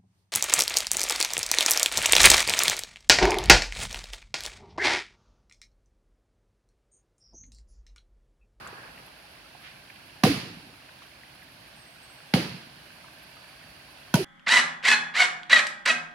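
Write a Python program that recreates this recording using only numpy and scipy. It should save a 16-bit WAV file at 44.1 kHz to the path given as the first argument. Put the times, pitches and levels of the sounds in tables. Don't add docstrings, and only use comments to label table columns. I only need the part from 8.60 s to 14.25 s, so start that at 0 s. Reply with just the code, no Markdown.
import sys
import numpy as np
from scipy import signal
from scipy.fft import rfft, irfft, next_fast_len
from scipy.io import wavfile
from scipy.ndimage import map_coordinates

SR = 44100
rng = np.random.default_rng(int(sys.argv[2]) if len(sys.argv) > 2 else 0)


def digitize_waveform(pressure):
    field = np.atleast_2d(pressure).T
    bounded = np.clip(field, -1, 1)
    quanta = np.round(bounded * 32767).astype(np.int16)
    wavfile.write(sys.argv[1], SR, quanta)


N = 248979
T = np.arange(SR) / SR
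NOW = np.arange(N) / SR


def amp(db):
    return 10 ** (np.asarray(db) / 20)


def unit(x):
    return x / np.sqrt(np.mean(x ** 2) + 1e-20)


def along(points, hz):
    f, v = np.transpose(points)
    return np.interp(np.log(hz + 1), np.log(f + 1), v)


def curves(rows):
    s, *columns = np.transpose(rows)
    return [np.interp(NOW, s, column) for column in columns]


def add(track, s, sound):
    start = max(round(s * SR), 0)
    part = track[..., start:][..., :sound.shape[-1]]
    part += sound[..., :part.shape[-1]]


def filtered(x, response):
    size = x.shape[-1]
    padded = next_fast_len(size + SR // 4)
    spectrum = rfft(x, padded) * response(np.fft.rfftfreq(padded, 1 / SR))
    return irfft(spectrum, padded)[..., :size]


def bell(hz, centre_hz, octaves):
    return np.exp(-.5 * (np.log2((hz + 1) / centre_hz) / octaves) ** 2)


def swell(t, peak, steep):
    u = np.maximum(t, 0) / peak
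    return (u * np.exp(1 - u)) ** steep


def fade(t, t60):
    return np.exp(-np.log(1000) * t / t60)


def wobble(rate):
    knots = rng.standard_normal(int(N * rate / SR) + 4)
    return map_coordinates(knots, [NOW * rate])


def noise(colour, alike, size):
    def mid_side_gains(hz):
        turn = np.arccos(np.clip(along(alike, hz), -1, 1)) / 2
        return colour(hz) * np.array([np.cos(turn), np.sin(turn)])

    mid, side = filtered(rng.standard_normal((2, size)), mid_side_gains)
    return unit(np.array([mid + side, mid - side]))


def shape(points):
    return lambda hz: amp(along(points, hz))


def brighten(x, treble_db):
    return filtered(x, shape([(4500, 0.0099), (6500, treble_db)]))


# (time [s], thump level [dB], thump starting pitch [Hz], ring level [dB], wood pitch factor,
# foot wave level [dB], top wave level [dB], crack level [dB], knock boost [dB], snap centre [Hz],
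# crack treble [dB], split level re first burst [dB], scatter level [dB], scatter treble [dB])
AXE_BLOWS = [(1.635, -7.5, 458, -21.5, 1.0, -15, -17, -12, -2.5, 4300, 1.5, -11.5, -20.5, 3),
             (3.7369, -9.5, 414, -22, 1.08, -24.5, -27.5, -15, -16, 2590, -8.5, -13, -24, 1),
             (5.5398, -8.5, 417, -20, 1.27, -26.5, -20, -17, 1.5, 6560, 8.5, -6.5, -27.5, 6)]
# (travel time [s], centre [Hz], width [octaves], level [dB])
FOOT_WAVES = [(.021, 715, .09, -3), (.038, 480, .12, -1.5), (.038, 200, .8, 0)]
TOP_WAVE = (0.07, 298, .15, -.5)


def axe():
    out, trunk = np.zeros((2, N)), np.zeros(N)
    for (s, thump_db, start_hz, ring_db, pitch, foot_db, top_db, crack_db, knock_db, snap_hz,
         treble_db, split_db, scatter_db, leaf_db) in AXE_BLOWS:
        cut = amp(ring_db) * ring(pitch)
        cut = cut + amp(crack_db) * crack(knock_db, snap_hz, treble_db, split_db)
        after = amp(scatter_db) * (scatter(leaf_db) + blade())
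        add(out, s, cut + after)
        waves = amp(foot_db) * returns(FOOT_WAVES, pitch) + amp(top_db) * returns([TOP_WAVE], pitch)
        add(trunk, s, amp(thump_db) * thump(start_hz) + waves)
    return out + echoes(trunk) + trunk


def thump(start_hz, push=0.008, end_hz=126, glide=0.0055, steep=2.83, sway_hz=62, sway_db=-24):
    hz = end_hz + (start_hz - end_hz) * np.exp(-T / glide)
    falling = swell(T, push, steep) * np.sin(2 * np.pi * np.cumsum(hz) / SR)
    sway = amp(sway_db) * swell(T, peak=0.0083, steep=2.2) * np.sin(2 * np.pi * sway_hz * T)
    return falling + sway


# (frequency [Hz], spectral level [dB])
CRACK_COLOUR = [(200, -44), (600, 16), (900, 9), (1550, 0), (2800, -3), (4600, -1), (5600, -6.5),
                (6800, -11.5), (8000, -22.5), (10500, -8), (16000, -25)]
# (frequency [Hz], likeness [0-1])
SNAP_LIKENESS = [(500, 0.95), (2000, 0.8), (5000, 0.13), (12000, 0.089)]


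def crack(knock_db, snap_hz, treble_db, split_db, knock_hz=600, snap_db=4, bite=0.001, split=0.0138):
    def colour(hz):
        knock = knock_db * bell(hz, knock_hz, octaves=0.76)
        snap = snap_db * bell(hz, snap_hz, octaves=0.34)
        return amp(along(CRACK_COLOUR, hz) + knock + snap)

    first = swell(T - bite, peak=0.0014, steep=1.06)
    second = amp(split_db) * swell(T - split, peak=0.0019, steep=0.99)
    return (first + second) * brighten(noise(colour, SNAP_LIKENESS, size=SR), treble_db)


# (frequency [Hz], level [dB], t60 [s])
WOOD_MODES = [(747, -5, 0.12), (1169, 1, 0.038), (2076, -3.5, 0.044), (2540, -10, 0.072),
              (2880, -21, 0.058), (4500, -8, 0.077)]


def ring(pitch, attack=0.00071, lag=0.000072):
    t = T + np.array([[0], [lag]])
    modes = 0
    for hz, db, t60 in WOOD_MODES:
        gain = amp(db + rng.normal(0, 2.9))
        modes = modes + gain * fade(T, t60) * np.sin(2 * np.pi * (hz * pitch * t + rng.random()))
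    return modes * (1 - np.exp(-T / attack))


def bending_wave(travel, centre_hz, octaves):
    hz = np.fft.rfftfreq(SR, 1 / SR)
    cycles = 2 * travel * np.sqrt(centre_hz * hz)
    routes = [(1, 1), (.8, .45), (1.17, .45)]
    arrivals = sum(gain * np.exp(-2j * np.pi * (length * cycles + rng.random())) for length, gain in routes)
    wave = irfft(bell(hz, centre_hz, octaves) * arrivals, SR)
    return wave / np.abs(wave).max()


def returns(routes, pitch):
    return sum(amp(db) * bending_wave(travel, centre * pitch, width) for travel, centre, width, db in routes)


# (frequency [Hz], level [dB], t60 [s])
BLADE_MODES = [(2610, -15, 0.29), (3000, -15, 0.49), (4370, -18, .4)]


def blade():
    return sum(amp(db) * fade(T, t60) * np.sin(2 * np.pi * (hz * T + rng.random((2, 1))))
               for hz, db, t60 in BLADE_MODES)


# (frequency [Hz], spectral level [dB])
SCATTER_COLOUR = [(40, -22), (70, -5), (125, 13), (180, 13.5), (310, 8), (520, 1), (1000, -2.5), (1400, -3),
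                  (2700, 0), (3700, -5.5), (4600, -0.5), (6000, -12.5), (7900, -21), (10200, -11),
                  (14000, -24)]
# (frequency [Hz], likeness [0-1])
LIKENESS = [(130, 0.95), (300, 0.86), (640, 0.4), (1400, 0.0067), (6000, 0.0078)]
# (frequency [Hz], t60 [s])
WOODS_DECAY = [(150, 0.75), (300, 0.57), (550, 0.63), (1500, 0.73), (4000, 0.73), (11000, 0.5)]


def scatter(treble_db, nearest=0.0051, build=0.00079, low_build=0.0033):
    source = brighten(noise(shape(SCATTER_COLOUR), LIKENESS, size=SR), treble_db)
    hz, t, bands = signal.stft(source, SR, nperseg=512)
    build_s = along([(600, low_build), (1400, .0005)], hz)[:, None]
    arrival = 1 - np.exp(-(t + .001) / build_s)
    decay = fade(t, along(WOODS_DECAY, hz)[:, None])
    tail = signal.istft(bands * arrival * decay, SR, nperseg=512)[1][:, :SR]
    return tail * (1 - np.exp(-np.maximum(T - nearest, 0) / build))


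# (delay [s], level [dB])
CLEARING_ECHOES = [(0.199, -28), (.226, -30.5), (.33, -32), (.43, -36.5)]


def echoes(trunk):
    out = np.zeros((2, N))
    far = filtered(trunk, shape([(140, -8), (280, -0.5), (600, -6)]))
    for delay, db in CLEARING_ECHOES:
        add(out, delay, amp(db) * far)
    return out


# (time [s], level [dB], centre [Hz], left-right [dB])
CLEAR_TICKS = [(.066, -35, 1360, 2), (.073, -41.5, 7500, 9), (.126, -34, 420, 2), (.376, -38.5, 2270, 2),
               (.95, -43, 754, -16), (1.2985, -34.5, 2160, -4), (1.358, -39.5, 2500, -4),
               (2.29, -37, 1450, 9), (4.444, -38, 1010, -9)]
# (level [dB], its spread [dB], centre [Hz], its spread [octaves])
FAINT_TICK_SPREAD = (-44, 1.5, 1700, .35)


def ticks(count, trim_db=-7.5):
    db, spread_db, hz, octaves = FAINT_TICK_SPREAD
    faint = [(when * N / SR, db + spread_db * size, hz * 2 ** (octaves * pitch), 4 * side)
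             for when, (size, pitch, side) in zip(rng.random(count), rng.standard_normal((count, 3)))]
    out = np.zeros((2, N))
    envelope = swell(T, peak=.0015, steep=.55)
    for s, level_db, centre, pan_db in list(CLEAR_TICKS) + faint:
        tick = envelope * noise(lambda hz: bell(hz, centre, octaves=0.3), SNAP_LIKENESS, size=SR)
        pan = np.array([[pan_db], [-pan_db]]) / 2
        add(out, s, amp(level_db + trim_db + pan) * tick)
    return out


# (mid time [s], half length [s], level [dB], centre [Hz], width [octaves])
SOFT_RUSTLES = [(0.025, 0.17, -47, 1240, 0.5), (0.138, 0.33, -53.5, 710, 1.0),
                (0.217, 0.066, -51, 1650, 0.1), (1.073, 0.036, -48.5, 2200, 0.67),
                (2.435, 0.013, -53, 3000, .6)]


def rustles():
    out = np.zeros((2, N))
    for s, half, db, centre, width in SOFT_RUSTLES:
        band = noise(lambda hz: bell(hz, centre, width), LIKENESS, size=N)
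        flutter = amp(db + 2.3 * wobble(rate=81))
        out += band * flutter * np.exp(-.5 * ((NOW - s) / half) ** 2)
    return out


def note(s, start_hz, hz_per_s, rise, steep, waver_hz):
    hz = start_hz + hz_per_s * np.clip(NOW - s, 0, 1) + waver_hz * wobble(rate=490)
    return swell(NOW - s, rise, steep) * np.sin(2 * np.pi * np.cumsum(hz) / SR)


# (time [s], starting pitch [Hz], glide [Hz/s], level [dB])
WHISTLE_NOTES = [(3.15, 8560, -850, -64.5), (3.41, 8190, 380, -64)]


def bird(quaver_db=4.0):
    song = sum(amp(db) * note(s, hz, glide, rise=0.075, steep=0.66, waver_hz=70)
               for s, hz, glide, db in WHISTLE_NOTES)
    return song * amp(quaver_db * wobble(rate=50))


def insect(level_db=-61):
    return amp(level_db) * note(4.64, start_hz=4650, hz_per_s=-200, rise=.17, steep=0.53, waver_hz=80.4)


def bubbles(count, centre_hz=2300, spread=0.342, cycles=4, scatter_db=2):
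    out, t = np.zeros((2, N)), T[:SR // 50]
    draws = zip(rng.random(count), rng.standard_normal(count), rng.exponential(size=count), rng.random(count))
    for when, pitch, size, side in draws:
        turns = min(centre_hz * np.exp(spread * pitch), SR / 9) * t
        ping = swell(turns, cycles / 4, steep=0.2) * np.sin(2 * np.pi * turns)
        pan = np.sqrt([[side], [1 - side]])
        add(out, when * N / SR, amp(scatter_db * min(size, 4)) * pan * ping)
    return unit(out)


# (time [s], rumble level [dB], creek level [dB])
BACKGROUND_FLOW = [(0.0, -56.5, -51.5), (0.574, -63, -54), (1.55, -61, -53.5), (2.9, -62, -54.5),
                   (3.79, -62.5, -53), (5.45, -61, -53)]
# (frequency [Hz], spectral level [dB])
CREEK_COLOUR = [(180, -12.5), (300, -6.5), (431, -7.5), (631, 1.5), (1020, -1.5), (1330, -5), (1590, 2.5),
                (1940, -4), (2610, 0), (3690, -6.5), (4490, -2.5), (6460, -16.5), (8140, -20),
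                (9600, -10.5), (15500, -27.5)]
# (frequency [Hz], spectral level [dB])
RUMBLE_COLOUR = [(15, -52), (25, -55), (48, 0.5), (103, -3.5), (134, 2), (216, -4.5), (289, -4.5),
                 (400, -10.5), (520, -46), (880, -120)]


def creek(bubble_db=-9, fizz_db=-75, leaf_db=-71, rumble_lift_db=2, water_lift_db=2):
    rumble_db, creek_db = curves(BACKGROUND_FLOW)
    hiss = noise(shape(CREEK_COLOUR), LIKENESS, size=N) * amp(0.19 * wobble(rate=9))
    water = hiss + amp(bubble_db) * bubbles(count=1200)
    fizz = amp(fizz_db) * noise(lambda hz: bell(hz, 15200, .2), LIKENESS, size=N)
    flicker = amp(leaf_db + 4.5 * wobble(rate=49))
    leaves = flicker * noise(lambda hz: bell(hz, 11200, 0.15), LIKENESS, size=N)
    rumble_gain = amp(rumble_lift_db + rumble_db + 0.57 * wobble(rate=4.94))
    rumble = rumble_gain * noise(shape(RUMBLE_COLOUR), LIKENESS, size=N)
    return amp(water_lift_db + creek_db) * water + fizz + leaves + rumble


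def scene():
    return axe() + ticks(count=10) + rustles() + bird() + insect() + creek()


# (frequency [Hz], left-right [dB])
PAIR_BALANCE = [(100, -1.5), (400, -2), (1200, 0), (2400, -5), (4400, -4.5), (8000, -0.5), (14000, -6)]


def record(dry, low_cut_hz=44, top_hz=15950):
    thin = signal.sosfilt(signal.butter(2, low_cut_hz, "highpass", fs=SR, output="sos"), dry)

    def response(hz):
        band = 1 / np.sqrt(1 + (hz / top_hz) ** 240)
        return amp(np.outer([.5, -.5], along(PAIR_BALANCE, hz))) * band

    return filtered(thin, response)


dry = scene()
out = record(dry)
digitize_waveform(out)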